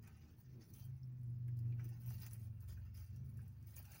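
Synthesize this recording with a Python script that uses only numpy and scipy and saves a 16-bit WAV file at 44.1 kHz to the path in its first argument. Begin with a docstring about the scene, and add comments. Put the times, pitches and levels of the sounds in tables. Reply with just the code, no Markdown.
"""Straw scuffs, crunches and crackles as young rabbits shuffle about a wooden hutch, each move bending a
clump of stalks. Single stalks snap, tick and squeak, and paws tap the floor; the close walls add a short
tail. From a distance an engine hums through the walls, slowly losing speed, then picking up.
Mono, on a small microphone with a sharp lift in its top treble."""
import sys
import numpy as np
from scipy import signal
from scipy.fft import rfft, irfft, next_fast_len
from scipy.io import wavfile
from scipy.ndimage import map_coordinates

SR = 44100
rng = np.random.default_rng(int(sys.argv[2]) if len(sys.argv) > 2 else 0)


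def waveform_to_disk(signal):
    """Save audio, clipped to [-1, 1], as 16-bit WAV at the path in sys.argv[1]."""
    frames = np.transpose(np.atleast_2d(signal))
    scaled = np.clip(frames, -1, 1) * 32767
    samples = np.round(scaled).astype(np.int16)
    wavfile.write(sys.argv[1], SR, samples)


N = 176400

# how much the litter fidgets and the stalks settle (time [s], gain [dB])
SETTLING = [(0, 6), (.5, -18.5), (.85, 3.5), (1.0, -5.5), (1.5, -6), (1.7, -4.5), (1.9, 1), (2.3, 6),
            (2.55, -6.5), (2.8, -3), (3.05, -0.5), (3.22, -2), (3.42, 1.5), (3.58, -0.5), (3.75, 3),
            (4, -13)]
# colour of a single stalk's snap or tick (frequency [Hz], gain [dB])
STALK_COLOUR = [(400, -21), (1500, -23), (2500, -14.5), (3600, -14.5), (6000, 1.5), (8100, -4),
                (10000, 5.5), (16000, -4)]


def amp(db):
    """Decibels to gain."""
    return 10 ** (np.asarray(db) / 20)


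def unit(x):
    """x at rms 1."""
    return x / np.sqrt(np.mean(x ** 2) + 1e-20)


def curves(rows):
    """One value per sample for each column after the time."""
    times, *columns = np.transpose(rows)
    return [np.interp(np.arange(N) / SR, times, column) for column in columns]


def wobble(rate):
    """A smooth random curve, rate knots a second."""
    knots = rng.standard_normal(int(N * rate / SR) + 4)
    return map_coordinates(knots, [np.arange(N) * rate / SR])


def filtered(x, response):
    """x times a response of frequency."""
    size = next_fast_len(len(x) + 8192)
    return irfft(rfft(x, size) * response(np.fft.rfftfreq(size, 1 / SR)), size)[:len(x)]


def coloured(x, points):
    """x through (frequency [Hz], gain [dB]) points on a log axis."""
    point_hz, db = np.transpose(points)
    return filtered(x, lambda hz: amp(np.interp(np.log(hz + 1), np.log(point_hz + 1), db)))


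def noise(colour):
    """Coloured noise at rms 1."""
    return unit(coloured(rng.standard_normal(N), colour))


def fade(t, t60):
    """A decay of 60 dB every t60 seconds."""
    return np.exp(-np.log(1000) * t / t60)


def add(track, start, sound):
    """Mix a sound in at start seconds."""
    part = track[max(0, round(start * SR)):][:len(sound)]
    part += sound[:len(part)]


def still_air():
    """A faint, steady hiss of air round the hutch."""
    # colour of the air (frequency [Hz], gain [dB])
    air_colour = [(100, 7.5), (500, -6), (800, 3), (1500, -0.5), (2400, -6), (3500, -9), (4800, -9),
                  (6000, -10.5), (8000, -24), (12000, -16.5), (16000, -10.5)]
    return amp(-82.5) * noise(air_colour)


def engine_hum(speed_jitter=0.0071, waver_db=2):
    """The engine's orders are multiples of one slowly changing speed, each wavering in level."""
    # engine speed (time [s], speed [Hz])
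    engine_speed = [(0, 26.8), (.5, 25.3), (.95, 26), (1.25, 24.44), (1.65, 23.95), (2.1, 23.8),
                    (2.5, 22.45), (3.07, 21.7), (3.22, 26.5), (3.33, 26), (3.46, 23.6), (3.72, 26.2),
                    (4, 22.6)]
    # the strong orders (time [s], third [dB], fourth [dB], fifth [dB])
    strong_orders = [(0.0, -68, -56, -77), (0.3, -62, -80.5, -76), (0.39, -74, -65, -66.5),
                     (0.54, -70, -77.5, -52), (0.66, -87, -77, -68), (0.83, -77, -55.5, -56),
                     (0.97, -58, -61, -50), (1.09, -71, -67, -50), (1.67, -68.5, -50, -39),
                     (2.03, -78, -70, -50.5), (2.09, -64, -61, -42.5), (2.23, -70, -59, -52),
                     (2.51, -73, -53.5, -48.5), (2.66, -56, -52, -56.5), (3.25, -59, -53, -51.5),
                     (3.74, -65, -57.5, -63.5), (3.78, -53.5, -55.5, -62.5), (4.0, -68.5, -66, -69)]
    # the weak orders (multiple of the speed, level against the strong ones together [dB])
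    weak_orders = [(2, -24.5), (6, -28.5), (7, -23), (9, -32), (10, -29.5), (12, -34.5), (14, -45.5)]
    speed, = curves(engine_speed)
    turn = 2 * np.pi * np.cumsum(speed * (1 + speed_jitter * wobble(14))) / SR
    strong = amp(curves(strong_orders))
    together = np.linalg.norm(strong, axis=0)
    orders = list(zip((3, 4, 5), strong))
    orders += [(order, together * amp(db)) for order, db in weak_orders]
    hum = np.zeros(N)
    for order, gain in orders:
        waver = amp(waver_db * wobble(13))
        hum += np.sqrt(2) * gain * waver * np.sin(order * turn + 2 * np.pi * rng.random())
    return hum


def distant_engine(dip_s=0.02, murk_waver_db=4):
    """The engine through the walls: hum and low rumble, which dip briefly, and a dull murk above them."""
    # the low rumble round the hum (time [s], level [dB])
    rumble_level = [(0, -60.5), (.4, -61), (.6, -61), (.72, -56.5), (.95, -64), (1.15, -61.5), (1.5, -60),
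                    (1.9, -58.5), (2.25, -56.5), (2.6, -61), (3.05, -64.5), (3.18, -55.5), (3.42, -55.5),
                    (3.58, -62), (4, -62.5)]
    # its colour (frequency [Hz], gain [dB])
    rumble_colour = [(20, -19), (35, -27), (52, -8.5), (90, 0.5), (135, -2), (160, -3.5), (195, -11.5),
                     (230, -9.5), (268, -27.5), (330, -28.5), (420, -27), (550, -36), (1000, -53),
                     (3000, -99)]
    # the murk, the rumble's dull upper part (time [s], level [dB])
    murk_level = [(0, -68.5), (.2, -77), (.3, -66.5), (.45, -77.5), (.62, -67.5), (.85, -83.5), (1.1, -79),
                  (1.4, -74), (1.76, -68.5), (1.86, -71.5), (2.0, -77.5), (2.2, -76.5), (2.5, -78),
                  (3.0, -85), (3.6, -78.5), (3.85, -86), (4, -80.5)]
    # its colour (frequency [Hz], gain [dB])
    murk_colour = [(150, -28), (205, -9), (240, 1), (270, -12), (335, -1), (390, -13), (440, -12.5),
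                   (520, -23.5), (900, -31), (3000, -75)]
    # brief dips of hum and rumble (time [s], depth [dB])
    dips = [(.4, -2.5), (.685, -1), (0.788, -5.5), (0.993, -9.5), (3.073, -10.5), (3.561, -1.5), (3.89, -4)]
    t = np.arange(N) / SR
    hum = engine_hum()
    rumble = amp(curves(rumble_level)[0]) * noise(rumble_colour)
    murk = amp(curves(murk_level)[0] + murk_waver_db * wobble(17)) * noise(murk_colour)
    dip_db = sum(db * np.exp(-((t - when) / dip_s) ** 2) for when, db in dips)
    return amp(dip_db) * (hum + rumble) + murk


def hutch(x, t60=0.071, tail_db=-3.5):
    """The close wooden walls add a short tail, 2 ms behind the direct sound."""
    t = np.arange(SR // 8) / SR
    tail = rng.standard_normal(len(t)) * fade(t, t60) * (t > .002)
    return x + amp(tail_db) * signal.fftconvolve(x, tail / np.linalg.norm(tail))[:len(x)]


def stalk_slips(per_second, lo_hz, hi_hz, t60_cycles, spread_db, rub_db):
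    """Tiny slips of stalk on stalk, each a damped ring, over a smooth rubbing noise."""
    rub = rng.standard_normal(N)
    when, pitch, size, phase = rng.random((int(per_second * N / SR), 4)).T[:, :, None]
    n = np.arange(256)
    hz = lo_hz + (hi_hz - lo_hz) * pitch
    size_db = -spread_db * np.log(np.maximum(size, .02))  # many small slips, a few large
    rings = amp(size_db) * np.sin(2 * np.pi * (hz * n / SR + phase)) * fade(n / SR, t60_cycles / hz)
    positions = (when * N).astype(int) + n
    slips = np.bincount(positions.ravel(), rings.ravel(), N)[:N]
    return unit(slips) + amp(rub_db) * rub


def hollow_stalks(x, t60=0.011, touch_s=.06, direct=1):
    """From moment to moment other hollow stalks are touched, each with resonances of its own."""
    hop = int(touch_s * SR / 2)
    window = np.sqrt(np.hanning(2 * hop))
    out, t = np.zeros(N), np.arange(SR // 16) / SR
    for start in range(0, N, hop):
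        piece = x[start:start + 2 * hop]
        ring = rng.standard_normal(len(t)) * fade(t, t60)
        ring = ring / np.linalg.norm(ring) + direct * (t == 0)  # some sound passes the stalks by
        add(out, start / SR, signal.fftconvolve(piece * window[:len(piece)], ring / np.linalg.norm(ring)))
    return out


def straw_rustle(attack_s=0.029, release_s=0.022, push_db=1.2):
    """Each move swells and dies in scuff, crunch and crackle, which share the animal's uneven push."""
    # moves in the straw (start [s], length [s], scuff [dB], crunch [dB], crackle [dB])
    moves = [(0.023, 0.061, -70, -78.5, -98), (0.102, 0.177, -77, -82, -92.5),
             (0.286, 0.046, -80, -79.5, -85.5), (0.372, 0.038, -82.5, -81, -77),
             (0.436, 0.14, -85.5, -85, -91.5), (0.603, 0.027, -79, -72.5, -79),
             (0.652, 0.06, -95, -80.5, -79.5), (0.734, 0.03, -100, -72.5, -70),
             (0.772, 0.027, -78.5, -72, -69), (0.807, 0.051, -101, -78.5, -74.5),
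             (1.57, 0.25, -84.5, -96.5, -94), (1.779, 0.037, -75.5, -81.5, -88.5),
             (1.838, 0.017, -76.5, -77, -72), (1.879, .022, -80, -80, -78), (1.911, 0.065, -80.5, -83, -86),
             (2.002, 0.081, -79.5, -79, -73), (2.069, 0.135, -76.5, -72.5, -70),
             (2.208, 0.058, -72, -69.5, -66.5), (2.308, 0.039, -72.5, -76.5, -68),
             (2.386, 0.087, -83, -83, -75), (2.515, 0.07, -85.5, -105, -89), (2.607, .03, -80, -81, -78.5),
             (2.681, 0.041, -76.5, -69, -68.5), (2.729, .165, -81, -86, -88.5),
             (2.942, 0.092, -79.5, -73, -73), (3.051, 0.13, -84.5, -82.5, -87.5),
             (3.247, 0.049, -90, -89, -80), (3.348, 0.12, -85.5, -96, -89.5),
             (3.662, 0.088, -83.5, -75.5, -71.5), (3.755, 0.025, -69, -76, -65),
             (3.782, 0.032, -73, -72.5, -70), (3.841, 0.063, -72.5, -75, -73),
             (3.904, 0.058, -71, -67.5, -65), (3.983, .03, -70, -70, -65)]
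    # faint fidgeting under the moves (scuff [dB], crunch [dB], crackle [dB])
    fidget_db = [-87.5, -89.5, -92]
    # the straw's three colours, low to high (frequency [Hz], gain [dB])
    scuff_colour = [(250, -24), (550, -11), (760, -0.5), (1080, -6.5), (1550, 1), (2080, -1), (2520, 3.5),
                    (2900, -3), (3400, -14.5), (4200, -41), (8000, -85)]
    crunch_colour = [(2000, -1), (3600, -12.5), (4150, -8), (4750, -0.5), (5350, -1.5), (6050, 0),
                     (6600, -5.5), (7100, -10.5), (8100, -17), (10000, -26), (16000, -65.5)]
    crackle_colour = [(4000, -5), (8100, -11.5), (9200, 0), (10200, 0.5), (11300, 0), (13500, -1.5),
                      (16000, 0.5)]
    push = amp(push_db * wobble(80))
    scuff = stalk_slips(1100, 528, 3350, t60_cycles=18, spread_db=1.5, rub_db=0.5)
    scuff = hollow_stalks(scuff, t60=.026, touch_s=.16, direct=.55)  # thick stalks
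    crunch = hollow_stalks(stalk_slips(1400, 3000, 8500, t60_cycles=18, spread_db=1.0, rub_db=-2.5))
    crackle = hollow_stalks(stalk_slips(800, 7000, 16000, t60_cycles=16, spread_db=4.5, rub_db=-4.0))
    pairs = (scuff, scuff_colour), (crunch, crunch_colour), (crackle, crackle_colour)
    layers = [unit(push * coloured(x, colour)) for x, colour in pairs]
    t = np.arange(N) / SR
    power = (amp(fidget_db)[:, None] * amp(curves(SETTLING)[0])) ** 2
    for start, length, *layer_db in moves:
        swell = np.clip((t - start) / attack_s + .5, 0, 1)
        release = np.exp(-np.maximum(t - start - length, 0) / release_s)
        power += (amp(layer_db)[:, None] * swell * release) ** 2
    return hutch(np.sum(np.sqrt(power) * layers, axis=0))


def stalk_ticks(per_second=55, lo_hz=4300, hi_hz=12630, t60=0.022):
    """Bent stalks settle at random moments with tiny pitched ticks."""
    out, t = np.zeros(N), np.arange(SR // 40) / SR
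    settling_db, = curves(SETTLING)
    for when, pitch, softness in rng.random((int(per_second * N / SR), 3)):
        hz = lo_hz + (hi_hz - lo_hz) * pitch
        db = -71 + settling_db[int(when * N)] - 14 * softness
        phase_drift = .2 * np.cumsum(rng.standard_normal(len(t)))
        add(out, when * N / SR, amp(db) * np.sin(2 * np.pi * hz * t + phase_drift) * fade(t, t60))
    return hutch(coloured(out, STALK_COLOUR))


def stalk_snaps(bend_s=0.0023, trim_db=-9.5):
    """A stalk bends, cracks, rings for an instant and splinters. The bright clicks near 1.2 s are a rabbit
    nibbling, made the same way."""
    # single stalks snapping, and from 1.17 to 1.27 s a rabbit nibbling (time [s], relative level [dB], ring
    # [Hz])
    snaps = [(0.0267, -58, 4900), (0.039, -63, 4870), (0.0755, -52, 7150), (0.738, -47, 6020),
             (1.1727, -70.5, 4104), (1.213, -70, 4320), (1.233, -65.5, 10300), (1.273, -73, 4300),
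             (1.481, -60, 10900), (1.57, -58.5, 4060), (1.59, -54.5, 4780), (1.8442, -52.5, 6070),
             (1.89, -53, 9600), (2.1038, -48, 5953), (2.14, -54.5, 6680), (2.265, -43.5, 7100),
             (2.3106, -50, 5944), (2.333, -43, 10200), (2.606, -56.5, 12700), (2.9745, -56.5, 6240),
             (3.0622, -61, 5255), (3.1622, -58.5, 5670), (3.3016, -70, 4535), (3.372, -59.5, 11400),
             (3.4184, -64, 10100), (3.48, -58, 11790), (3.6272, -60.5, 5665), (3.76, -48, 9800),
             (3.7662, -50, 6640), (3.774, -53, 10100), (3.8277, -51.5, 12800), (3.8542, -50.5, 5700),
             (3.9192, -47, 6300)]
    lead = SR // 50
    out, t = np.zeros(N), np.arange(-lead, SR // 10) / SR
    after = np.maximum(t, 0)
    bend = amp(-7.5) * np.exp(np.minimum(t, 0) / bend_s)  # fibres give way just before the crack
    splinter = amp(-14) * fade(after, t60=0.046)
    envelope = np.where(t < 0, bend, fade(after, t60=0.016) + splinter)
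    for when, db, hz in snaps:
        crack = rng.standard_normal(len(t)) * envelope
        ring = amp(2.5) * np.sin(2 * np.pi * hz * after) * fade(after, t60=.01)
        add(out, when - lead / SR, hutch(amp(db + trim_db) * (crack + ring)))
    return coloured(out, STALK_COLOUR)


def paw_taps():
    """A paw presses a hollow stalk against the floor: a short burst in one resonance."""
    # paw taps (time [s], level [dB], pitch [Hz], width [Hz], t60 [s])
    taps = [(0.076, -65.5, 1900, 1500, 0.018), (.824, -70, 765, 200, 0.066), (1.032, -67, 5350, 450, .016),
            (1.483, -67.5, 1835, 905, .04), (1.724, -66.5, 2350, 697, .046), (1.796, -61, 1704, 800, 0.052),
            (2.105, -63.5, 1490, 1000, 0.05), (2.106, -65.5, 790, 300, .06),
            (2.216, -60.5, 4820, 2200, 0.029), (2.233, -59.5, 4490, 1500, 0.029),
            (2.233, -64, 1030, 450.4, .07), (2.265, -63, 2300, 899.5, 0.022),
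            (2.708, -70.5, 1590, 250, .046), (2.771, -68, 1600, 250, 0.11), (3.39, -69.5, 1567, 303, 0.092),
            (3.765, -60, 6400, 1000, 0.051), (3.795, -64.5, 790, 250.3, .06),
            (3.935, -64.5, 1900, 700, .05)]
    out, t = np.zeros(N), np.arange(SR // 5) / SR
    for when, db, hz, width, t60 in taps:
        resonance = lambda f: (1j * f * width / (hz * hz - f * f + 1j * f * width)) ** 2
        burst = unit(filtered(rng.standard_normal(2 * len(t)), resonance)[len(t):])
        add(out, when, hutch(amp(db) * burst * fade(t, t60)))
    return out


def stalk_squeak(pitch_jitter=0.0085):
    """A sliding stalk sticks and slips at a nearly steady pitch."""
    # the squeak (start [s], length [s], pitch [Hz], level [dB])
    squeaks = [(.78, 0.11, 3160, -77)]
    out = np.zeros(N)
    for start, length, hz, db in squeaks:
        n = int(length * SR)
        phase = 2 * np.pi * np.cumsum(hz * (1 + pitch_jitter * wobble(500)[:n])) / SR
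        add(out, start, amp(db) * np.sin(phase) * np.sqrt(np.hanning(n)))
    return out


def scene():
    """At the hutch, in one channel: rabbits in the straw over still air and the far engine."""
    background = still_air() + distant_engine()
    straw = stalk_snaps() + paw_taps() + stalk_squeak() + straw_rustle() + stalk_ticks()
    return (background + straw)[None]


def record(dry):
    """The small microphone lifts the top treble and keeps nothing above 15.8 kHz."""
    # microphone response (frequency [Hz], gain [dB])
    mic_colour = [(20, -1), (13000, -3.5), (14000, 0), (14700, 8), (15500, 12), (16000, 7)]
    return np.array([filtered(coloured(x, mic_colour), lambda hz: hz < 15800) for x in dry])


dry = scene()
out = record(dry)
waveform_to_disk(out)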